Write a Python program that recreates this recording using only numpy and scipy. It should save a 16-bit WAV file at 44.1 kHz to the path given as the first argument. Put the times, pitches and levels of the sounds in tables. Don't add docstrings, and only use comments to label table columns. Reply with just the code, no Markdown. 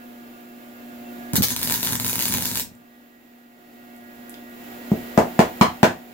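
import sys
import numpy as np
from scipy import signal
from scipy.fft import rfft, irfft
from scipy.io import wavfile
from scipy.ndimage import uniform_filter1d, minimum_filter1d

SR = 44100
rng = np.random.default_rng(int(sys.argv[2]) if len(sys.argv) > 2 else 0)


def log_audio(samples):
    frames = np.atleast_2d(samples).T
    limited = np.clip(frames, -1, 1)
    pcm = np.round(limited * 32767).astype(np.int16)
    wavfile.write(sys.argv[1], SR, pcm)


N = 270333
TIME = np.arange(N) / SR

# blast_s, crack_db, flare_db, glow_s, glow_db
WIRE_BLASTS = [(1.3561, -17, -12, .022, -30), (1.4225, -10, -6.5, .046, -21.5)]
# start_s, level_db
LOUD_SHORTS = [(1.4835, -9), (1.5044, -8), (1.5628, -10), (1.6292, -7), (1.6734, -9), (1.6974, -7),
               (1.722, -7), (1.7399, -9), (1.8292, -7), (1.8477, -9), (1.8716, -10), (1.931, -11),
               (1.954, -10), (1.9984, -11), (2.0457, -8), (2.0644, -12), (2.0794, -11), (2.0956, -8),
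               (2.1296, -9), (2.1555, -11), (2.1914, -8), (2.2228, -8), (2.2544, -9), (2.2817, -10),
               (2.3226, -7), (2.3386, -7), (2.383, -12), (2.4224, -11), (2.4548, -7), (2.5556, -10),
               (2.5721, -8), (2.5964, -8)]
# start_s, end_s, sizzle_db
ARC_SPELLS = [(1.333, 1.334, -29), (1.497, 1.525, -27.5), (1.56, 1.942, -32.5), (1.993, 2.605, -33)]
# frequency_hz, density_db
CRACKLE_SPECTRUM = [(150, -22), (300, -5), (550, -7), (840, -5), (955, 4), (1060, -9), (1650, -2),
                    (3150, -7), (3700, -1.5), (5500, -3), (7000, 1.5), (8800, -5), (11300, 1), (13000, 0),
                    (15500, 4), (17500, -6)]
# frequency_hz, density_db
CRACK_SPECTRUM = [(100, -6), (400, 0), (1000, -4.5), (2200, -4), (4000, 7), (9000, -15), (16000, 3)]
# frequency_hz, density_db
GAS_SPECTRUM = [(25, -36), (50, -9), (75, -3.5), (120, -2.5), (180, 0.5), (260, 1), (340, -10.5),
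                (600, -23), (1500, -28), (4000, -83)]
# time_s, level_db
GAS_LEVELS = [(1.5, -38), (1.528, -35.5), (1.608, -42), (1.68, -34), (1.81, -43), (1.886, -34),
              (2.2, -38.5), (2.214, -42), (2.35, -33.5), (2.59, -40), (2.62, -40)]
# start_s, thud_db, ring_db, corner_hz, clack_hz, clack_db, rebound_s, rebound_share
WOOD_KNOCKS = [(4.9168, -13.5, -24, 390, 336, -27, 0.0038, 0.02),
               (5.1762, -14, -16.5, 1720, 620, -26, 0.0014, 0.15),
               (5.3915, -9, -16.5, 2570, 1010, -50, 0.00202, 0.1),
               (5.6115, -9.5, -15, 3260, 1110, -13.5, .00092, 0.56),
               (5.8303, -6.5, -10, 2920, 1570, -15, 0.0011, 0.15)]
# pitch_hz, level_db, t60_s
WOOD_MODES = [(163, -21, 0.28), (179.3, -22, 0.36), (217.4, -9.5, 0.17), (246.8, -15.5, 0.29),
              (337.4, -18.5, 0.26), (363, -14, 0.22), (444, -9.5, 0.17), (638, -12.5, 0.18),
              (662, -10.5, 0.21), (644, -18, 0.27), (725, -22, 0.44), (765, -33.5, 0.76), (880, -25, 0.36),
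              (989, -11, 0.17), (1600, -35, 0.13), (1730, -19, 0.24), (2263, -16, 0.097),
              (2377, -13, 0.072), (2660, -29, 0.077), (3500, -18, 0.09), (4215, -24, 0.3)]
# frequency_hz, density_db
KNOCK_SPECTRUM = [(30, -28), (100, -9), (200, -13), (310, -5), (450, -3), (700, 0.5), (1000, -3.5),
                  (1300, -10.5), (2400, -11.5), (3400, -12), (5000, -11.5), (7000, -12.5), (9000, -19.5),
                  (15500, -19.5)]
# start_s, level_db, centre_hz
TORCH_TICKS = [(2.7515, -47, 9000), (3.964, -44, 11500), (4.2955, -35.5, 12000), (4.305, -45, 9000),
               (4.342, -35, 3700), (4.497, -49, 12000)]
# multiple, level_db, left_minus_right_db, left_lead_rad
HUM_PARTIALS = [(1.005, -24, 5, 1.5), (1.998, 0, 0, 0.4), (2.99, -11, -2.5, 0.54), (4.96, -38, -12, 0.5),
                (5.96, -10, -6, -1.77), (9.84, -19, -3, 4), (11.96, -16.5, -6.5, 3.5),
                (13.96, -16, -4, 2.5), (18.15, -27.5, -15, -3.5), (22.43, -24, -1, 5)]
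# time_s, hum_db, whine_db
TRANSFORMER_LEVELS = [(0, -51, -76), (1.3, -51, -73), (3.4, -54, -65), (3.95, -51, -66.5),
                      (4.6, -54.5, -65), (6.13, -55.5, -70)]
# pitch_hz, level_db
BLADE_TONES = [(287.8, -17), (499.7, -25.5), (596, -17.5), (695, -23.5)]
# frequency_hz, density_db
RUSH_AND_HISS_SPECTRUM = [(30, -18.5), (120, -16.5), (190, -10), (250, -1.5), (420, -10), (700, -9),
                          (1050, -17.5), (2600, -18), (3800, -22.5), (4600, -25.5), (6300, -29),
                          (7100, -25), (8600, -33.5), (11500, -25), (13800, -22.5), (15100, -15.5),
                          (15900, -22.5)]
# frequency_hz, t60_s
GARAGE_DECAY = [(100, 0.34), (700, 0.23), (2500, 0.25), (7000, 0.24), (15000, 0.19)]
# frequency_hz, correlation
MIC_LIKENESS = [(60, 0.88), (200, 0.88), (500, 0.48), (1000, 0), (2500, 0.18), (15000, 0)]

HUM_HZ = 120.05
IGNITE_S, SIZZLE_DIE_S, GAS_DIE_S = 0.0025, 0.0023, 0.072
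SENSE_HZ, THRESHOLD_DB, BACK_OFF_S = 3780, -28, 0.035
WAIT_S, RECOVER_DB_PER_S = 0.89, 10
START_GAIN_DB, START_WAIT_S, MAX_GAIN_DB = 6, 0.7, 14.5


def arc(sizzle_gain):
    cracks, pops, flares = np.zeros((3, N))
    echoes = np.zeros((2, N))
    t = np.arange(SR // 50) / SR
    for start, db, *_ in WIRE_BLASTS + shorts():
        cracks[round(start * SR)] += amp(db + 16)
        add(pops, start, amp(db + 18.5) * snap(decay_s=.0007, fizz=1.7))
        add(echoes, start, amp(db - 13) * diffuse(len(t)) * np.exp(-t / .005))
        add(echoes, start + .0074, amp(db - 5.5) * diffuse(len(t)) * np.exp(-t / .001))
    for start, _, flare_db, *_ in WIRE_BLASTS:
        add(flares, start, amp(flare_db + 19.5) * snap(decay_s=.0067, fizz=6.4))
    current = 2.1 + np.cos(np.pi * HUM_HZ * TIME) ** 4
    spits = rng.standard_normal(N) * (rng.random(N) < 1500 / SR)
    spits *= amp(2.1 * np.minimum(rng.exponential(1, N), 4))
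    crackle = pops + amp(.5) * sizzle_gain * unit(spits * current)
    walls = amp(.5) * convolve(crackle + flares, garage(gap_s=.0056, damping=1.11))
    spray = colour(from_left(crackle, lag_samples=4) + echoes + walls, CRACKLE_SPECTRUM)
    direct = colour(from_left(cracks, lag_samples=4), CRACK_SPECTRUM)
    return spray * amp([[.5], [-.5]]) + direct


def shorts(burst_delay_s=.001, settle_s=.04, chance=.3, jitter_s=.0012):
    loud = [(start + burst_delay_s, db - 7.5) for start, db in LOUD_SHORTS]
    peaks = np.arange(int(N / SR * HUM_HZ)) / HUM_HZ
    lateness, strength = rng.standard_normal((len(peaks), 2)).T
    settled = sum((peaks > start + settle_s) & (peaks < end) for start, end, _ in ARC_SPELLS) > 0
    shorted = settled & (rng.random(len(peaks)) < chance)
    lesser = np.transpose([peaks + jitter_s * lateness, -25 + 3.6 * strength])[shorted]
    return loud + list(lesser)


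def burning(lull_s=.007):
    sizzle = sum(amp(db) * spell(start, end, SIZZLE_DIE_S) for start, end, db in ARC_SPELLS)
    sizzle *= amp(1.3 * drift(rate_hz=12))
    heat = np.max([spell(start, end, GAS_DIE_S) for start, end, _ in ARC_SPELLS], axis=0)
    gas = heat * amp(2.5 + np.interp(TIME, *np.transpose(GAS_LEVELS)))
    glow = sum(amp(glow_db) * spell(blast_s - glow_s, blast_s - lull_s, SIZZLE_DIE_S)
               for blast_s, _, _, glow_s, glow_db in WIRE_BLASTS)
    return sizzle, np.maximum(gas, glow)


def spell(start_s, end_s, die_s):
    swell = np.clip((TIME - start_s) / IGNITE_S, 0, 1)
    return swell * np.exp(-np.maximum(TIME - end_s, 0) / die_s)


def flutter(gas_gain):
    cycle = np.floor(HUM_HZ * TIME)
    surges = np.diff(cycle, prepend=0) * (.79 + .35 * (-1) ** cycle + rng.standard_normal(N))
    puffs = unit(surges) + .44 * rng.standard_normal(N)
    gusts = amp(-2.5) * rng.standard_normal((2, N))
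    gas = unit(colour(puffs + gusts, GAS_SPECTRUM)) * gas_gain
    return amp([[-2], [-1]]) * gas + amp(-10.5) * convolve(gas, garage(gap_s=.00725))


def knocks():
    t = np.arange(SR // 2) / SR
    mix = np.zeros((2, N))
    sides = np.array([[1], [-1]])

    def mode(hz, db, t60_s, phase=0):
        return amp(db - 60 * t / t60_s) * np.sin(2 * np.pi * hz * t + phase)
    thud = mode(hz=194.6, db=0, t60_s=.043, phase=-1.9 + .1 * sides)
    thud *= (1 - np.exp(-t / .0025)) * amp(.5 * sides)
    wood = np.zeros((2, len(t)))
    for hz, db, t60_s in WOOD_MODES:
        phase = 2 * np.pi * rng.random()
        spread = min(hz / 1000, .8) * rng.choice([-1, 1]) * sides
        wood += mode(hz, db, t60_s, phase + spread)
    wood *= amp(-1.5) * (1 - np.exp(-t / .003))
    for start, thud_db, ring_db, corner_hz, clack_hz, clack_db, rebound_s, share in WOOD_KNOCKS:
        contact = np.pad(snap(decay_s=.0005, fizz=.9), (0, len(t) - SR // 100))
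        scatter = amp(-3.5) * diffuse(len(t)) * np.exp(-t / .0073)
        crack = amp(11) * from_left(contact) + scatter
        body = wood + colour(amp(21) * garage(gap_s=.009) - crack, KNOCK_SPECTRUM)
        soft = signal.lfilter(*signal.butter(2, corner_hz, fs=SR), body)
        blow = soft + corner_hz / 9000 * (body - soft)
        blow += share * np.roll(soft, round(rebound_s * SR), axis=1)
        clack = mode(clack_hz, clack_db, t60_s=.011)
        walls = amp(4.5) * convolve(clack, garage(gap_s=.008))
        add(mix, start, amp(thud_db) * thud + amp(ring_db) * blow - from_left(clack) - walls)
    return signal.lfilter(*signal.butter(2, 70, "highpass", fs=SR), mix)


def torch_ticks():
    ticks = np.zeros(N)
    for start, db, hz in TORCH_TICKS:
        band = signal.butter(1, [hz * .83, hz * 1.1], "bandpass", fs=SR)
        add(ticks, start, amp(db + 18) * signal.lfilter(*band, snap(decay_s=.0011, fizz=.87)))
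    return from_left(ticks) + amp(-1.5) * convolve(ticks, garage(gap_s=.0011))


def machine(arm_s=4.47, arm_width_s=.09):
    times, hum_db, whine_db = np.transpose(TRANSFORMER_LEVELS)
    hum_gain = amp(np.interp(TIME, times, hum_db))
    whine_gain = amp(np.interp(TIME, times, whine_db))
    arm = np.exp(-((TIME - arm_s) / arm_width_s) ** 2)
    rush_gain = amp(-53.5 - 3 * arm)
    sides = np.array([[.5], [-.5]])

    def tone(hz, waver, pan_db, lead_rad):
        angle = 2 * np.pi * (hz * TIME + rng.random()) + lead_rad * sides
        wave = (1 + waver * drift(rate_hz=12)) * np.cos(angle)
        wave += waver * drift(rate_hz=15) * np.sin(angle)
        return np.sqrt(2) * amp(pan_db * sides) * wave
    hum = sum(amp(db) * tone(multiple * HUM_HZ, .08 + .028 * multiple, pan_db, lead_rad)
              for multiple, db, pan_db, lead_rad in HUM_PARTIALS)
    blades = sum(amp(db) * tone(hz, waver=.21, pan_db=5.5, lead_rad=-1.1) for hz, db in BLADE_TONES)
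    whine = tone(16 * HUM_HZ, waver=.2, pan_db=-8, lead_rad=1.7)
    rush_and_hiss = unit(colour(diffuse(N), RUSH_AND_HISS_SPECTRUM))
    rush_and_hiss *= amp(.5 * drift(rate_hz=4.1) - 2 * sides)
    return hum_gain * (hum + blades) + whine_gain * whine + rush_gain * rush_and_hiss


def garage(gap_s, damping=1):
    hz, t, bands = signal.stft(diffuse(SR // 2), SR, nperseg=256)
    decay = amp(-60 * damping * t / read(GARAGE_DECAY, hz)[:, None])
    _, tail = signal.istft(bands * decay, SR, nperseg=256)
    tail = np.pad(tail, ((0, 0), (round(gap_s * SR), 0)))[:, :SR // 2]
    return tail / np.linalg.norm(tail) * np.sqrt(2)


def diffuse(size):
    left, other = rfft(rng.standard_normal((2, size)))
    likeness = read(MIC_LIKENESS, np.fft.rfftfreq(size, 1 / SR))
    right = likeness * left + np.sqrt(1 - likeness ** 2) * other
    return irfft(np.array([left, right]), size)


def from_left(x, lag_samples=6):
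    return np.array([x, np.roll(x, lag_samples)])


def snap(decay_s, fizz):
    t = np.arange(SR // 100) / SR
    spray = rng.standard_normal(len(t)) * np.exp(-t / decay_s)
    burst = fizz * spray / np.linalg.norm(spray) + (t == 0)
    return burst / np.linalg.norm(burst)


def drift(rate_hz):
    hz = np.fft.rfftfreq(N, 1 / SR)
    return unit(irfft(rfft(rng.standard_normal(N)) * np.exp(-(hz / rate_hz) ** 2), N))


def colour(x, spectrum):
    hz = abs(np.fft.fftfreq(4096, 1 / SR))
    log_gain = np.log(amp(read(spectrum, hz)))
    taps = np.fft.ifft(np.exp(np.conj(signal.hilbert(log_gain)))).real[:2048]
    return convolve(x, taps / np.linalg.norm(taps))


def read(points, hz):
    frequencies, values = np.transpose(points)
    return np.interp(np.log(hz + 1), np.log(frequencies + 1), values)


def convolve(x, response):
    return signal.oaconvolve(np.atleast_2d(x), np.atleast_2d(response), axes=1)[:, :x.shape[-1]]


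def add(mix, start_s, sound):
    part = mix[..., round(start_s * SR):][..., :sound.shape[-1]]
    part += sound[..., :part.shape[-1]]


def amp(db):
    return 10 ** (np.asarray(db) / 20)


def unit(x):
    return x / np.sqrt(np.mean(x ** 2) + 1e-20)


def gain_control(x, block=128):
    treble = signal.lfilter(*signal.butter(2, SENSE_HZ, "highpass", fs=SR), x)
    power = uniform_filter1d((treble ** 2).mean(0), size=2 * block)[::block]
    step_s = block / SR
    gain_db, wait_s, curve_db = START_GAIN_DB, START_WAIT_S, []
    for treble_db in 10 * np.log10(abs(power) + 1e-12):
        curve_db.append(gain_db)
        over_db = treble_db + gain_db - THRESHOLD_DB
        wait_s -= step_s
        if over_db > 0:
            gain_db = max(gain_db - over_db * step_s / BACK_OFF_S, 0)
            wait_s = WAIT_S
        elif wait_s < 0:
            gain_db = min(gain_db + RECOVER_DB_PER_S * step_s, MAX_GAIN_DB)
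    return x * amp(np.interp(TIME, TIME[::block], curve_db))


def scene():
    sizzle_gain, gas_gain = burning()
    return machine() + arc(sizzle_gain) + flutter(gas_gain) + torch_ticks() + knocks()


def record(dry):
    loud = gain_control(dry)
    limiter = np.minimum(1, .97 / (abs(loud) + 1e-9))
    limiter = uniform_filter1d(minimum_filter1d(limiter, size=45, axis=1), size=45, axis=1)
    lowpass = signal.firwin(401, cutoff=15900, window=("kaiser", 9), fs=SR)
    return signal.oaconvolve(loud * limiter, lowpass[None], "same", axes=1)


dry = scene()
out = record(dry)
log_audio(out)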